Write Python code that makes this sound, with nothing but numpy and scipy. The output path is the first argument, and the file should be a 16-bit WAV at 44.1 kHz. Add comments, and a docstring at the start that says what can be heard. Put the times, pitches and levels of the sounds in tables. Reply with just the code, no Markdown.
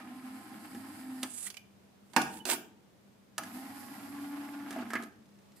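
"""A small motor drives out the tray of a disc player: gear teeth hum in the case, brushes hiss, plastic clicks.
A hand slides a disc off the table, a rub of dense grains and short edge rings, and drops it on the tray: a
blow that rings the tray, cracks and thumps; it then nudges the disc home. The motor pulls the tray in and the
clamp locks; the lens drive ticks as clicks of noise, and last the spindle whispers as resonant noise.
A close stereo pair hears it all over the air and hum of a quiet room."""
import sys
import numpy as np
from scipy import signal
from scipy.fft import rfft, irfft, next_fast_len
from scipy.io import wavfile

SR = 44100
rng = np.random.default_rng(int(sys.argv[2]) if len(sys.argv) > 2 else 0)


def bounce(signal):
    """Save signal as a 16-bit WAV file at the path given by the first command-line argument."""
    frames = np.transpose(np.atleast_2d(signal))
    limited = np.clip(frames, -1, 1)
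    pcm = np.round(limited * 32767).astype(np.int16)
    wavfile.write(sys.argv[1], SR, pcm)


N = 246954

# Source levels are ahead of the mix in scene(); levels in spectra are relative.
# Room air spectrum: f/Hz, level/dB per Hz
AIR_SPECTRUM = [(20, -38), (60, -18.5), (100, -6.5), (160, -8.5), (200, -5), (300, -10), (1440, -23),
                (14700, -37), (16000, -43.5)]
# Left-right likeness of the room air: f/Hz, likeness (0-1)
AIR_LIKENESS = [(60, 0.27), (240, 0.4), (1000, 0.031)]
AIR_DB = -62
HUM_HZ, HUM_DB = 201.5, -66.5  # transformer in the player

# Left-right likeness of wide sources and of the room tail: f/Hz, likeness (0-1)
WIDE_LIKENESS = [(100, 1), (300, 0.93), (700, 0.71), (1400, 0), (3000, 0.037)]
# Decay of the room tail: f/Hz, t60/s
ROOM_T60 = [(200, 0.67), (800, 0.43), (3000, 0.38), (10000, 0.28)]
# Reflections off table and front panel: t/s, left level/dB, right level/dB
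REFLECTIONS = [(.0023, -15, -32)]
ROOM_DB = -3
# Share of a pan that the housing casts: f/Hz, share
SHADING = [(300, 0.015), (700, 0.2), (2000, 1.54), (8000, 2.19), (13000, 0.047)]
# Sends to the room: the case keeps the mechanism from it; edge and rub are close to the microphones; the disc
# blows fill it most
PLAYER_WET_DB, EDGE_WET_DB, DISC_WET_DB = -9, -8, -3
MIC_LOW_HZ = 153  # the capsules lose the deep bass of near sources
CUTOFF_HZ = 16650  # stop-band edge of the top cut

# Lens drive tick spectrum: f/Hz, level/dB per Hz
SEEK_SPECTRUM = [(1500, -2), (6000, -6), (12000, -18.5)]
SEEK_FROM_S, SEEK_PERIOD_S, SEEK_DB, SEEK_ACCENT_DB = 5.125, .0329, -64, 4.5
# Spindle whisper: t/s, level/dB
SPIN_UP = [(5.54, -101), (5.565, -56), (5.62, -69)]
SPIN_HZ, SPIN_WIDTH_HZ, SPIN_DB = 1940, 140, -11  # its resonance, against the whisper's hiss

# Disc sliding over table and tray: start t/s, full t/s, let-go t/s, bright level/dB, dull level/dB
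STROKES = [(1.12, 1.39, 1.471, -38, -60), (1.44, 1.462, 1.478, -52, -45), (1.943, 2.33, 2.39, -52, -54),
           (2.455, 2.462, 2.48, -39, -41), (2.47, 2.497, 2.536, -31, -30)]
# Bright and dull rub spectra: f/Hz, level/dB per Hz
RUB_BRIGHT = [(3500, -10), (5800, -7.5), (8140, 9.5), (10600, 6.5), (15200, -21.5), (16500, -50)]
RUB_DULL = [(700, -13), (1400, -4), (2000, -3.5), (3200, -4.5), (7000, -10)]
SWELL_POWER, LET_GO_DB_PER_S = 2.5, 900  # a stroke swells as a power of time, then stops short
# Disc edge leaving the table, a finger or the tray rim:
# t/s, peak level/dB, f/Hz, treble crack level/dB, t60/s of each of two chained resonators
EDGE_TICKS = [(1.467, -38, 1993, -50, 0.016), (1.501, -41, 3090, -30.5, 0.006),
              (1.502, -40.5, 4550, -60, 0.0074), (1.5425, -43, 2400, -38, 0.0041),
              (1.5685, -40, 2416, -34.5, 0.007), (1.5708, -45.5, 2970, -55, 0.014),
              (2.399, -45, 2990, -70, 0.034), (2.522, -29, 916, -68, 0.049)]

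# Disc meeting tray: t/s, peak level/dB, treble crack level/dB, thump level/dB, favoured f/Hz
DISC_BLOWS = [(2.134, -41, -42, -55, 910), (2.163, -7, -16, -16, 887), (2.216, -31, -25.5, -48, 860),
              (2.453, -29, -23.5, -36, 680), (2.469, -34.5, -49, -36, 680), (2.489, -23.5, -37, -57, 920),
              (2.52, -33.5, -29, -27, 830)]
# Stops, switches and clamp: t/s, peak level/dB, treble crack level/dB, thump level/dB, favoured f/Hz
CLICKS = [(0.747, -39.5, -41, -35.5, 2000), (1.2265, -41, -42, -49, 1710), (1.23, -30.5, -18.5, -36, 816),
          (3.38, -24, -18.5, -49, 1017), (3.434, -34, -33.5, -43, 1840), (4.706, -36, -29.5, -37, 1255),
          (4.727, -51, -35, -41, 860), (4.76, -30, -50, -30, 696), (4.787, -36, -45, -30.5, 1270),
          (4.824, -37, -62, -32.5, 1270), (4.903, -30.5, -35, -34.5, 1750),
          (4.933, -21.5, -25.5, -31.5, 1430), (4.953, -19, -34.5, -27.5, 1960),
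          (5.0, -35.5, -51, -59, 1370), (5.024, -36, -36, -41, 1330), (5.034, -45, -35.5, -35, 2250)]
# Modes of the tray and of the mechanism's parts: f/Hz, level/dB
TRAY_MODES = [(330, -0.5), (680, -5), (840, -5), (915, -9), (1065, -6), (1280, -14), (1600, 4), (2000, 0.5),
              (2400, 6.5), (3100, -12)]
PART_MODES = [(680, -4), (860, -6), (1270, 0.5), (1700, 1.5), (2030, -2.5), (2300, -3), (2900, -8)]
PART_CYCLES, TRAY_CYCLES = 30, 14  # a ringing mode falls 60 dB in this many cycles
# dB lost per octave from the favoured pitch in the softest blow; a sharp crack strikes all modes
PART_FAVOUR_DB, TRAY_FAVOUR_DB = 28, 20
# Case thumping on the table: f/Hz, level/dB, t60/s
THUMP_MODES = [(244, 18.5, 0.26), (288.5, 15, 0.18), (335.5, 0.5, 0.13)]
# Plastic crack spectrum: f/Hz, level/dB per Hz
CRACK_SPECTRUM = [(1500, -4.5), (3000, 2), (5800, -1.5), (8400, 0.5), (12000, -3), (16000, -13)]

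# Motor runs: t/s, tooth mesh f/Hz, mesh tone level/dB, openness of the sound (0-1)
OPENING = [(0.0, 249, -61.5, 0), (.3, 258.5, -41.5, 0.4), (.6, 268, -64.5, 0.4), (.8, 268.7, -50.5, 0.49),
           (.96, 260.9, -50.5, 0.65), (1.1, 259.8, -39, 0.52), (1.25, 257.6, -44, 0.74),
           (1.44, 233, -70, 0.66)]
CLOSING = [(3.39, 145.5, -57, 0.88), (3.56, 256.8, -40.5, 0.65), (3.7, 275.3, -47, 0.47),
           (4.05, 278.7, -42.5, 0.35), (4.18, 285.3, -38.5, 0.27), (4.72, 286.0, -38.5, 0.016),
           (4.82, 238.2, -38, 0), (5.02, 226.5, -44.5, 0.44), (5.1, 216, -50.5, 0.4)]
# Low case resonances: f/Hz, width/Hz, level/dB
CASE_MODES = [(101.7, 13.4, -7.5), (206.8, 44, -2), (235, 46.2, 1.5), (295.2, 30, -0.5)]
# Tray and gear resonances: f/Hz, width/Hz, level/dB
GEAR_MODES = [(686, 124, 6), (816, 84, 11.5), (1051, 23, 11.5), (1280, 1600, -15), (1840, 1170, 1.5),
              (2400, 4800, -8)]
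# Sliding rails spectrum: f/Hz, level/dB per Hz
RAIL_SPECTRUM = [(300, -44), (600, -13), (1500, -3), (3000, -18.5), (8000, -68)]
# Brush hiss spectra while opening and closing: f/Hz, level/dB per Hz
BRUSH_OUT = [(3000, -11.5), (5000, 2), (5800, -12), (8200, 3), (9300, -1), (10700, 4), (13800, -1.5),
             (16000, -55)]
BRUSH_IN = [(3000, -12.5), (5000, 0), (5800, -8.5), (8200, -1), (9500, -4), (11000, 3.5), (12500, 3.5),
            (16000, -25)]
# Mesh overtones: multiple, level/dB against the gear rattle, gain/dB at full openness
OVERTONES = [(3, -8, 0), (4, -15, 0), (5, -15, 0), (7, -36, 39)]
WHINE_OUT_DB, WHINE_IN_DB = -2, 4  # overtone trim while opening, closing
BRUSH_PER_MESH, BRUSH_DEPTH = .7, .3  # commutator beats per tooth contact, depth of the gating
# Rumble, rattle, hiss ahead of trims: (level/dB at openness 0, level/dB at openness 1)
CASE_DB, GEAR_DB, HISS_DB = (-45.5, -47), (-50.5, -51), (-61, -45.5)
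HISS_PER_SPEED_DB = 47  # hiss gained per tenfold speed; overtones gain twice as much
CHATTER_PER_S, CHATTER_DB = 400, -30.5  # random taps into each mode: rate, dB against the gear rattle
CLAMP_DB, CLAMP_REACH = 10, 0.039  # parts tap harder by this many dB while openness is below this share
PINION_TEETH, PINION_AT_S = 17, 4.369  # an off-centre pinion shakes loose parts once a turn, as here
COAST_DB_PER_S = 177  # rumble, rattle, hiss and overtones die away over the last leg of a run


def from_db(db):
    """Decibels to gain."""
    return 10 ** (np.asarray(db) / 20)


def rms_one(x):
    """Scale to unit rms."""
    return x / np.sqrt(np.mean(x ** 2) + 1e-20)


def in_time(rows):
    """Columns of a curve at every sample, after a gate that is open only along the curve."""
    s, *columns = np.transpose(rows)
    t = np.arange(N) / SR
    inside_s = s[-1] - t
    if s[0]:  # a curve from time zero needs no fade-in
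        inside_s = np.minimum(t - s[0] + .002, inside_s)
    gate = np.clip(inside_s / .01, 0, 1)
    return [gate] + [np.interp(t, s, column) for column in columns]


def at_hz(points, hz):
    """Read a spectrum table on a log-frequency axis."""
    table_hz, values = np.array(points)[:, 0], np.array(points)[:, 1]
    return np.interp(np.log(np.maximum(hz, 1)), np.log(table_hz), values)


def coloured(x, spectrum):
    """Filter a signal by a spectrum table."""
    size = next_fast_len(x.shape[-1])
    gain = from_db(at_hz(spectrum, np.arange(size // 2 + 1) * SR / size))
    return irfft(rfft(x, size) * gain, size)[..., :x.shape[-1]]


def stereo_noise(likeness, length):
    """White noise pair whose channels are as alike as the table says."""
    size = next_fast_len(length)
    alike = np.clip(at_hz(likeness, np.arange(size // 2 + 1) * SR / size), 0, 1)
    mid, side = rfft(rng.standard_normal((2, size)))
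    mid = np.sqrt(.5 + .5 * alike) * mid
    side = np.sqrt(.5 - .5 * alike) * side
    return irfft(mid + side * [[1], [-1]], size)[:, :length]


def drift(rate):
    """Slow random wander of spread 1: noise low-passed near rate in Hz, made at every 40th sample."""
    r = np.exp(-80 * np.pi * rate / SR)
    slow = signal.lfilter([1], [1, -2 * r, r * r], rng.standard_normal(N // 40 + 2002))[2000:]
    return np.interp(np.arange(N) / 40, np.arange(len(slow)), rms_one(slow))


def ring(x, hz, t60):
    """Two-pole resonator: a unit click sets a decaying sine of height 1 ringing."""
    r, w = from_db(-60 / (t60 * SR)), 2 * np.pi * hz / SR
    return signal.lfilter([0, np.sin(w)], [1, -2 * r * np.cos(w), r * r], x + 1e-18)


def resonances(x, peaks):
    """Parallel resonances of given width, signs alternating; rms 1."""
    out = 0
    for k, (hz, width, level_db) in enumerate(peaks):
        r = np.exp(-np.pi * max(width, 5) / SR)
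        poles = [1, -2 * r * np.cos(2 * np.pi * hz / SR), r * r]
        gain = (-1) ** k * from_db(level_db) * (1 - r * r)
        out = out + gain * signal.lfilter([1, 0, -1], poles, x)
    return rms_one(out)


def grains(per_s, spread_db):
    """Dense random clicks of uneven size and either sign."""
    sizes = from_db(spread_db * np.minimum(rng.exponential(1, N), 5)) * rng.choice([-1, 1], N)
    return sizes * (rng.random(N) < per_s / SR)


def placed(x, pan_db, lag):
    """Let the left channel lag by some samples; the housing shades one side, hardly in the bass."""
    left, right = x * np.ones((2, 1))
    left = coloured(left, [(hz, share * pan_db / 2) for hz, share in SHADING])
    right = coloured(right, [(hz, -share * pan_db / 2) for hz, share in SHADING])
    return np.array([np.interp(np.arange(N) - lag, np.arange(N), left), right])


def quiet():
    """Room air as coloured noise, and a transformer hum wavering in pitch and level."""
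    air = rms_one(coloured(stereo_noise(AIR_LIKENESS, N), AIR_SPECTRUM))
    air = air * from_db(AIR_DB + 1.0 * drift(1.0))
    hum_phase = 2 * np.pi * np.cumsum(HUM_HZ * (1 + .01 * drift(6))) / SR
    return air + from_db(HUM_DB + 4 * drift(5)) * np.sin(hum_phase)


def room(x):
    """Table and front panel reflect within a few ms, beside a noise tail that dies band by band."""
    t = np.arange(round(.7 * SR)) / SR
    noise, tail = stereo_noise(WIDE_LIKENESS, len(t)), 0
    edges = 60 * 2.0 ** np.arange(9)  # octave bands
    for low, high in zip(edges, edges[1:]):
        top = high * (1.2 if high > 9000 else 1)
        band = signal.sosfilt(signal.butter(2, [low, top], "band", fs=SR, output="sos"), noise)
        decay = from_db(-60 * t / at_hz(ROOM_T60, np.sqrt(low * high)))
        tail = tail + band * decay * np.clip(t / 0.0067, 0, 1)
    echo = from_db(ROOM_DB) * tail / np.sqrt(np.sum(tail ** 2) / 2)
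    for s, left_db, right_db in REFLECTIONS:
        echo[:, round(s * SR)] += from_db([left_db, right_db])
    return signal.fftconvolve(x.mean(axis=0, keepdims=True), echo, axes=1)[:, :N]


def spindle():
    """The disc starts to turn behind the closed front: a hiss plus one resonance of the same noise."""
    gate, level_db = in_time(SPIN_UP)
    noise = rng.standard_normal(N)
    hiss = rms_one(coloured(noise, BRUSH_OUT))
    body = from_db(SPIN_DB) * resonances(noise, [(SPIN_HZ, SPIN_WIDTH_HZ, 0)])
    return gate * from_db(level_db) * (hiss + body)


def seeking():
    """The lens drive ticks faintly and evenly in short noise; every fourth tick's accent grows from none."""
    out, t = np.zeros(N), np.arange(round(.03 * SR)) / SR
    for step in range(13):
        at = round((SEEK_FROM_S + step * SEEK_PERIOD_S) * SR)
        accent_db = (step % 4 == 0) * SEEK_ACCENT_DB * step / 8
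        tick = rms_one(coloured(rng.standard_normal(len(t)), SEEK_SPECTRUM)) * np.exp(-t / 0.006)
        out[at:at + len(t)] += from_db(SEEK_DB + accent_db) * tick
    return out


def rubbing():
    """Dust and edge catch in dense grains under each stroke."""
    t, bright, dull = np.arange(N) / SR, 0, 0
    for start_s, full_s, end_s, bright_db, dull_db in STROKES:
        swell = np.clip((t - start_s) / (full_s - start_s), 0, 1) ** SWELL_POWER
        shape = swell * from_db(-LET_GO_DB_PER_S * np.maximum(t - end_s, 0))
        bright = bright + from_db(bright_db) * shape
        dull = dull + from_db(dull_db) * shape
    catch = from_db(1.8 * drift(40))
    bright_rub = rms_one(coloured(catch * grains(12000, 3.2), RUB_BRIGHT))
    dull_rub = rms_one(coloured(catch * grains(2000, 3.5), RUB_DULL))
    return bright * bright_rub + dull * dull_rub


def burst(length_s):
    """A contact chatters for a few ms: noise that builds up quickly and dies."""
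    t = np.arange(round(.05 * SR)) / SR
    return rng.standard_normal(len(t)) * np.exp(-t / length_s) * (1 - np.exp(-t / 0.00059))


def crackle(length_s, size):
    """The bright snap of hard plastic on plastic; contact builds up over a ms."""
    t = np.arange(size) / SR
    snap = coloured(rng.standard_normal(size), CRACK_SPECTRUM)
    return snap * np.exp(-t / length_s) * (1 - np.exp(-t / 0.0007))


def ticks():
    """The disc edge rings briefly at one pitch, with a small crack."""
    out = np.zeros(N)
    for s, peak_db, hz, crack_db, t60 in EDGE_TICKS:
        note = ring(ring(np.r_[burst(0.003), np.zeros(SR // 10)], hz, t60), hz, t60)
        crack = crackle(0.0054, len(note))
        at = round(s * SR)
        out[at:at + len(note)] += from_db(peak_db) * note / np.abs(note).max()
        out[at:at + len(note)] += from_db(crack_db) * crack / np.abs(crack).max()
    return out


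def blows(events, modes, cycles, favour_db, contact_s, crack_s):
    """Each blow chatters into modes near its favoured pitch, cracks in the treble and thumps the case."""
    out = np.zeros(N)
    pad = np.zeros(round(.3 * SR))
    for s, peak_db, crack_db, thump_db, favoured_hz in events:
        body = 0
        slope_db = favour_db / (1 + from_db(crack_db - peak_db))
        for hz, level_db in modes:
            reach_db = level_db - slope_db * abs(np.log2(hz / favoured_hz))
            body = body + from_db(reach_db) * ring(np.r_[burst(contact_s), pad], hz, cycles / hz)
        push = np.gradient(np.gradient(np.hanning(130) ** 2))  # a soft 3 ms push and rebound
        push = np.r_[push, np.zeros(len(body) - len(push))]
        thump = sum(from_db(level_db) * ring(push, hz, t60) for hz, level_db, t60 in THUMP_MODES)
        crack = crackle(crack_s, len(body))
        parts = (peak_db, body), (thump_db, thump), (crack_db, crack)
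        sound = sum(from_db(level_db) * part / np.abs(part).max() for level_db, part in parts)
        at = round(s * SR)
        out[at:at + len(sound)] += sound[:N - at]
    return out


def motor(run, brush_colour, hiss_db, rattle_db, whine_db, shake_db):
    """Teeth mesh once a turn of the phase: a tone, overtones and uneven knocks; brushes gate a hiss. The more
    open the sound, the more hiss escapes and the less the case rumbles."""
    gate, mesh_hz, tone_db, out = in_time(run)
    coast_db = -COAST_DB_PER_S * np.maximum(np.arange(N) / SR - run[-2][0], 0)
    case_db, gear_db, brush_db = (coast_db + shut + (wide - shut) * np.clip(out, 0, 1)
                                  for shut, wide in (CASE_DB, GEAR_DB, HISS_DB))
    turns = np.cumsum(mesh_hz * (1 + 0.003 * drift(28))) / SR
    speed_db = HISS_PER_SPEED_DB * np.log10(mesh_hz / mesh_hz.max())

    tone = np.sqrt(2) * from_db(tone_db + 1.67 * drift(9.0)) * np.sin(2 * np.pi * turns)
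    overtones = 0
    for multiple, level_db, gained_db in OVERTONES:
        height_db = gear_db + whine_db + level_db + gained_db * out + 2 * speed_db + 2.5 * drift(12)
        wave = np.sin(2 * np.pi * round(multiple) * turns)
        overtones = overtones + np.sqrt(2) * from_db(height_db) * wave

    knocks = (np.diff(np.floor(turns), prepend=0) > 0) * (1 + .5 * rng.standard_normal(N))
    slide = stereo_noise(WIDE_LIKENESS, N)  # the long tray sounds from many places at once
    case = from_db(case_db + 0.5 * drift(0.93)) * resonances(slide, CASE_MODES)
    rails = rms_one(coloured(np.array([grains(2500, 4.8), grains(2700, 1.7)]), RAIL_SPECTRUM))
    rattle = rms_one(resonances(rms_one(knocks) * 0.08 + slide, GEAR_MODES) + 0.87 * rails)
    clamp_db = CLAMP_DB * np.clip(1 - out / CLAMP_REACH, 0, 1)
    wander_db = 0.74 * drift(24.0) + 1.54 * drift(25)
    rattle = from_db(gear_db + rattle_db + clamp_db / 2 + wander_db) * rattle

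    # The pinion's shake is strongest at openness 0
    pinion = np.cos(2 * np.pi * (turns - turns[round(PINION_AT_S * SR)]) / PINION_TEETH)
    shake = from_db(shake_db * np.clip(1 - out, 0, 1) * pinion)
    chatter = 0
    for hz, level_db in PART_MODES:
        taps = shake * rms_one(grains(CHATTER_PER_S, 4.1))
        chatter = chatter + from_db(level_db) * ring(taps, hz, PART_CYCLES / hz)
    chatter = from_db(gear_db + CHATTER_DB + clamp_db) * chatter

    beat = 1 + BRUSH_DEPTH * np.sin(2 * np.pi * BRUSH_PER_MESH * turns)
    hiss = rms_one(coloured(beat * stereo_noise(WIDE_LIKENESS, N), brush_colour))
    hiss = from_db(brush_db + hiss_db + clamp_db / 2 + speed_db + 1.0 * drift(13.0)) * hiss
    return gate * (tone + overtones + case + rattle + chatter + hiss)


def scene():
    """All sources placed in stereo, the room around them and the quiet below."""
    rub = placed(rubbing(), -6.0, 3.05)
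    edge = placed(ticks(), -7.5, 2.7)
    disc = blows(DISC_BLOWS, TRAY_MODES, TRAY_CYCLES, TRAY_FAVOUR_DB, contact_s=0.013, crack_s=0.0044)
    disc = placed(disc, -9.5, 0.21)
    clicks = blows(CLICKS, PART_MODES, PART_CYCLES, PART_FAVOUR_DB, contact_s=0.012, crack_s=0.0059)
    opening = motor(OPENING, BRUSH_OUT, hiss_db=-1.0, rattle_db=-1.0, whine_db=WHINE_OUT_DB, shake_db=3.0)
    closing = motor(CLOSING, BRUSH_IN, hiss_db=3.5, rattle_db=1.4, whine_db=WHINE_IN_DB, shake_db=11.0)
    player = placed(opening + closing + spindle() + seeking() + clicks, -2.94, 0.95)
    direct = from_db(-4.5) * (player + edge + rub + disc)
    send = from_db(EDGE_WET_DB) * (edge + rub) + from_db(PLAYER_WET_DB) * player + from_db(DISC_WET_DB) * disc
    bass_cut = signal.butter(2, MIC_LOW_HZ, "high", fs=SR, output="sos")
    return signal.sosfilt(bass_cut, direct + room(send)) + quiet()


def record(dry):
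    """A steep low-pass cuts the top."""
    return signal.sosfilt(signal.cheby2(12, 70, CUTOFF_HZ, fs=SR, output="sos"), dry)


dry = scene()
out = record(dry)
bounce(out)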